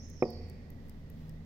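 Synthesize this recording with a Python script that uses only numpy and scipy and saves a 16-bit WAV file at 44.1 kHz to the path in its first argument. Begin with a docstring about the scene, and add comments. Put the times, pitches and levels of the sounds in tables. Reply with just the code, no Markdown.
"""A room with a wooden table. Close by, a small brass travel clock ticks five times a second:
lever and escape wheel click, the case and hairspring ring faintly. Something knocks once on
the table and chatters to rest, waking the room modes. A thin high whistle falls away in the
room's echo. Underneath: low rumble, two hums, faint hiss."""
import sys
import numpy as np
from scipy import signal
from scipy.fft import rfft, irfft, next_fast_len
from scipy.io import wavfile
from scipy.ndimage import map_coordinates

SR = 44100
rng = np.random.default_rng(int(sys.argv[2]) if len(sys.argv) > 2 else 0)


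def wrap_up_sound(samples):
    """Save the sound to the file named by the first command line argument, as 16-bit audio."""
    columns = np.atleast_2d(samples).T
    # keep every value between -1 and 1, then stretch to whole-number steps
    tamed = np.clip(columns, -1, 1)
    steps = np.round(tamed * 32767).astype(np.int16)
    wavfile.write(sys.argv[1], SR, steps)


N = 63945

# escapement beats: t/s, level/dB, left-right/dB, swing (0 tick, 1 tock), case ring/dB
BEATS = [(.1005, -41.5, 1.5, 0, -8), (.3043, -43, 6.5, 1, -6), (.4985, -42.5, -1, 0, -3),
         (.7029, -43, 7, 1, 1), (.8959, -42, 2, 0, 0), (1.1010, -45, 7, 1, 4), (1.2940, -44.5, 1, 0, 7)]
# contacts per swing: t/s from the beat, level/dB
TICK_CONTACTS = [(-.0295, -23.5), (-.012, -12), (0, 0.5)]
TOCK_CONTACTS = [(-.002, -20), (0, 0)]
# click spectra: f/Hz, level/dB
TICK_SPECTRUM = [(1500, -10.5), (4000, -16), (5500, -1), (6600, -18), (7800, 7), (9500, -0.5),
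                 (11200, -11.5), (12800, 3.5), (15500, 6)]
TOCK_SPECTRUM = [(1500, -19.5), (4000, -18), (5500, -24.5), (8000, -9), (8800, -17), (9900, -13.5),
                 (11700, -25), (12850, 2), (13600, -3.5), (14500, -0.5), (15800, -3.5)]
# brass case modes: f/Hz, tick level/dB, tock level/dB, t60/s
CASE_MODES = [(1890, -26, -24, .06), (5060, -22, -35, .03), (5950, -27, -36, .02)]

# blow and rebounds: t/s, level/dB, cutoff/Hz
KNOCK_CONTACTS = [(.2233, -9.5, 3610), (.2312, -14.5, 722), (0.2391, -20, 595), (0.2446, -34, 610),
                  (.2542, -21.5, 600)]
# table modes: f/Hz, level/dB, t60/s, rise/s
TABLE_MODES = [(130, -34, 0.013, 0.0011), (249, -3.5, 0.017, 0.003), (367, -0.5, 0.025, 0.00092),
               (476.6, -0.5, 0.021, 0.001), (680, -11.5, 0.037, 0.0015), (897, -23.5, 0.0097, 0.00079),
               (1172, -8.5, 0.013, 0.0019), (1880, -36, 0.074, 0.0011), (2178, -17, 0.021, 0.0025),
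               (2443, -14, 0.018, .002)]
# crack spectrum, echo gain: f/Hz, level/dB
CRACK_SPECTRUM = [(2000, -19.5), (3000, -6), (3600, 21), (4500, -28), (7000, -19.5), (9000, -16),
                  (11000, -17), (15000, -13.5)]
KNOCK_ECHO = [(150, -18.5), (400, -15), (900, -13.5), (1500, -21), (2400, -18)]
# room modes: f/Hz, level/dB, t60/s
ROOM_MODES = [(141.6, -26, 0.48), (231.3, -18, 0.47), (385.7, -38.5, 0.674), (458, -30, 1),
              (499, -35.5, 0.59), (715, -33.5, 0.6), (834, -46, 0.29), (1029, -44, 0.33)]
# whistle path: t/s, f/Hz, level/dB, waver/fraction of pitch
WHISTLE_PATH = [(-.06, 5266, -60.5, 0.013), (-.01, 5650, -57, 0.037), (.03, 6440, -60.5, 0.018),
                (0.071, 6500, -70.5, 0.017), (.13, 6100, -80, 0.02), (0.174, 5518, -58, 0.021),
                (0.236, 5100, -57, 0.022), (0.264, 4554, -60.5, 0.016), (0.378, 4520, -63.5, 0.013),
                (0.429, 4555, -77.5, .006), (.6, 4700, -100, 0.0068)]

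# background spectra: f/Hz, level/dB
RUMBLE_SPECTRUM = [(15, -5), (29, 2.5), (42, -17), (60, -10), (105, -7), (140, -6.5), (185, -11.5),
                   (240, -7), (320, -22), (480, -21), (760, -31), (1400, -40.5), (1750, -38.5),
                   (1920, -31.5), (2300, -48.5), (4000, -48), (10000, -60.5), (16000, -80.5)]
HISS_SPECTRUM = [(1500, -49), (1850, 2.5), (2400, 3), (2800, -7.5), (4000, -63)]
AIR_SPECTRUM = [(1000, 4), (3000, 2.5), (5200, -1), (7500, -12), (11000, -12), (13500, -5.5), (15500, -9)]
# background envelopes: t/s, level/dB
RUMBLE_LEVELS = [(0, -49), (.4, -48), (.8, -47.5), (1.1, -48.5), (1.44, -48)]
HUM_LEVELS = [(0, -49), (.25, -54.5), (.4, -44.5), (0.549, -49.5), (0.801, -53), (1.44, -53.5)]
DRONE_LEVELS = [(0, -57.5), (.95, -60.5), (1.151, -51.5), (1.35, -47), (1.44, -56.5)]
HISS_LEVELS = [(0, -75), (.25, -79), (.4, -68.5), (.62, -71.5), (.8, -82), (1.44, -83)]
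AIR_LEVELS = [(0, -73), (.5, -73), (.75, -76.5), (.88, -70.5), (1.05, -74), (1.22, -67.5), (1.44, -75.5)]
# stereo balance: f/Hz, left-right/dB
KNOCK_BALANCE = [(100, 0), (400, -2), (700, -2.5), (1300, -5.5), (2400, -5.5)]
RUMBLE_BALANCE = [(50, -1.5), (500, 0), (2000, -9), (6000, -13.5), (14000, 10.5)]
# room decay: f/Hz, t60/s
ROOM_DECAY = [(100, 0.71), (250, 1), (500, 0.82), (1000, 1), (2500, 0.13), (6000, .35), (14000, 0.39)]
# diffuse field: f/Hz, left-right correlation
COHERENCE = [(30, 0.8), (200, 0.99), (600, 0.84), (1500, 0.23), (4000, 0), (14000, 0)]

CLICK_RISE_S, CLICK_T60_S = .00015, .008
SPRING_HZ, SPRING_T60_S, SPRING_TICK_DB, SPRING_TOCK_DB = 12985, .75, -44, -36.5
CRACK_DB, CRACK_T60_S = -43, .022
ROOM_MODE_GAIN_DB, ROOM_MODE_RISE_S, ROOM_MODE_DRIFT_RAD = -16, .022, .55
WHISTLE_DIRECT_DB, WHISTLE_ECHO_T60_S = -10, .97
HUM_HZ, DRONE_HZ, BAND_LIMIT_HZ = 82.2, 158.8, 16200


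def clock():
    """Each swing: light lever contacts, then the escape wheel drops; case and hairspring ring."""
    out, t = np.zeros((2, N)), np.arange(SR // 2) / SR
    attack = 1 - np.exp(-t / CLICK_RISE_S)
    for beat_s, beat_db, pan_db, tock, ring_db in BEATS:
        contacts, spectrum = (TOCK_CONTACTS, TOCK_SPECTRUM) if tock else (TICK_CONTACTS, TICK_SPECTRUM)
        clicks, metal = np.zeros(N), np.zeros(N)
        case = sum(amp(tock_db if tock else tick_db) * mode(t, hz, t60_s)
                   for hz, tick_db, tock_db, t60_s in CASE_MODES)
        for offset_s, contact_db in contacts:
            strike = amp(beat_db + contact_db) * attack
            click = coloured(rng.standard_normal(len(t)), spectrum) * fade(t, CLICK_T60_S)
            add(clicks, beat_s + offset_s, strike * click)
            add(metal, beat_s + offset_s, strike * amp(ring_db) * case)
        spring_db = beat_db + (SPRING_TOCK_DB if tock else SPRING_TICK_DB)
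        add(metal, beat_s, amp(spring_db) * mode(t, SPRING_HZ, SPRING_T60_S))
        direct = pan(pan_db) * (skewed(clicks, left_lead_s=.0003) + metal)
        out += direct + amp(db=-24) * echo(clicks + metal, ROOM_DECAY)
    return out


def knock():
    """A hard blow on wood with a faint crack, then softer, duller rebounds; the room rings on."""
    wood, t = np.zeros(N), np.arange(SR) / SR
    blow_s = KNOCK_CONTACTS[0][0]
    ring = -sum(amp(db) * mode(t, hz, t60_s) * (1 - np.exp(-(t / rise_s) ** 2))
                for hz, db, t60_s, rise_s in TABLE_MODES)
    for contact_s, db, cutoff_hz in KNOCK_CONTACTS:
        lowpass = signal.butter(2, cutoff_hz, fs=SR, output="sos")
        add(wood, contact_s, amp(db) * signal.sosfilt(lowpass, ring))
    crack = coloured(rng.standard_normal(len(t)), CRACK_SPECTRUM) * fade(t, CRACK_T60_S)
    add(wood, blow_s, amp(CRACK_DB) * crack)
    tail = filtered(echo(wood, ROOM_DECAY), lambda hz: amp(along(KNOCK_ECHO, hz)))
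    out = skewed(wood, left_lead_s=-.00012) + tail
    build_up = 1 - np.exp(-t / ROOM_MODE_RISE_S)
    for hz, db, t60_s in ROOM_MODES:
        drift_rad = ROOM_MODE_DRIFT_RAD * wobble(rate_hz=30, size=len(t))
        add(out, blow_s, amp(ROOM_MODE_GAIN_DB + db) * mode(t, hz, t60_s, drift_rad) * build_up)
    return filtered(out, lambda hz: pan(along(KNOCK_BALANCE, hz)))


def whistle():
    """A distant wavering whistle that lifts, falls and steadies; mostly echo."""
    preroll = SR // 10
    t = np.arange(-preroll, N) / SR
    times_s, *columns = np.transpose(WHISTLE_PATH)
    pitch_hz, db, waver = (np.interp(t, times_s, column) for column in columns)
    tone = amp(db) * wavering_tone(pitch_hz, waver, rate_hz=700, size=len(t))
    out = amp(WHISTLE_DIRECT_DB) * tone + echo(tone, [(5000, WHISTLE_ECHO_T60_S)])
    return pan(db=-6.5) * out[:, preroll:]


def hum(pitch_hz, levels):
    """A low, slowly wavering tone."""
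    return envelope(levels) * wavering_tone(pitch_hz, waver=.015, rate_hz=15, size=N)


def background():
    """Room rumble, two hums, airy treble and a faint hiss that swells after the knock."""
    rumble = unit(filtered(diffuse_noise(),
                           lambda hz: amp(along(RUMBLE_SPECTRUM, hz)) * pan(along(RUMBLE_BALANCE, hz))))
    hums = pan(db=-1.5) * hum(HUM_HZ, HUM_LEVELS) + hum(DRONE_HZ, DRONE_LEVELS)
    low = envelope(RUMBLE_LEVELS) * rumble + hums
    hiss = envelope(HISS_LEVELS) * coloured(diffuse_noise(), HISS_SPECTRUM)
    air = envelope(AIR_LEVELS) * coloured(diffuse_noise(), AIR_SPECTRUM)
    return skewed(low, left_lead_s=.00027) + hiss + air


def echo(x, decay):
    """Diffuse stereo echo; decay sets t60 per frequency."""
    hz, t, spectra = signal.stft(diffuse_noise(), SR, nperseg=256)
    t60_s = along(decay, hz)[:, None]
    energy_norm = np.sqrt(2 * np.log(1000) / (t60_s * SR))
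    impulse = signal.istft(spectra * fade(t, t60_s) * energy_norm, SR, nperseg=256)[1]
    return signal.fftconvolve(x[None], impulse, axes=1)[:, :len(x)]


def diffuse_noise():
    """Stereo white noise, correlated in the bass only."""
    def mid_side_gains(hz):
        angle_rad = np.arccos(np.clip(along(COHERENCE, hz), -1, 1)) / 2
        return np.array([np.cos(angle_rad), np.sin(angle_rad)])
    mid, side = filtered(rng.standard_normal((2, N)), mid_side_gains)
    return np.array([mid + side, mid - side])


def mode(t, hz, t60_s, phase_rad=0):
    return np.sin(2 * np.pi * hz * t + phase_rad) * fade(t, t60_s)


def wavering_tone(pitch_hz, waver, rate_hz, size):
    hz = pitch_hz * (1 + waver * wobble(rate_hz, size))
    return np.sqrt(2) * np.sin(2 * np.pi * np.cumsum(hz) / SR)


def wobble(rate_hz, size):
    """Smooth random curve."""
    knots = rng.standard_normal(size // 10)
    return map_coordinates(knots, [np.arange(size) * rate_hz / SR], mode="wrap")


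def amp(db):
    return 10 ** (np.asarray(db) / 20)


def unit(x):
    return x / np.sqrt(np.mean(x ** 2) + 1e-20)


def fade(t, t60_s):
    return np.exp(-np.log(1000) * t / t60_s)


def along(points, hz):
    """Interpolate over log frequency."""
    knots_hz, values = np.transpose(points)
    return np.interp(np.log(hz + 1), np.log(knots_hz + 1), values)


def envelope(levels):
    return amp(np.interp(np.arange(N) / SR, *np.transpose(levels)))


def pan(db):
    """Channel gains, left over right by db."""
    return amp(np.array([[.5], [-.5]]) * db)


def skewed(x, left_lead_s):
    """Sound reaches one side first."""
    return filtered(x, lambda hz: np.exp(np.pi * 1j * hz * left_lead_s * np.array([[1], [-1]])))


def coloured(noise, spectrum):
    return unit(filtered(noise, lambda hz: amp(along(spectrum, hz))))


def filtered(x, response):
    n = x.shape[-1]
    padded = next_fast_len(n + 8192)
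    return irfft(rfft(x, padded) * response(np.fft.rfftfreq(padded, 1 / SR)), padded)[..., :n]


def add(track, start_s, sound):
    part = track[..., max(round(start_s * SR), 0):][..., :sound.shape[-1]]
    part += sound[..., :part.shape[-1]]


def scene():
    """Clock, knock and whistle in the room."""
    return clock() + knock() + whistle() + background()


def record(dry):
    """Brick-wall low-pass."""
    return filtered(dry, lambda hz: hz < BAND_LIMIT_HZ)


dry = scene()
out = record(dry)
wrap_up_sound(out)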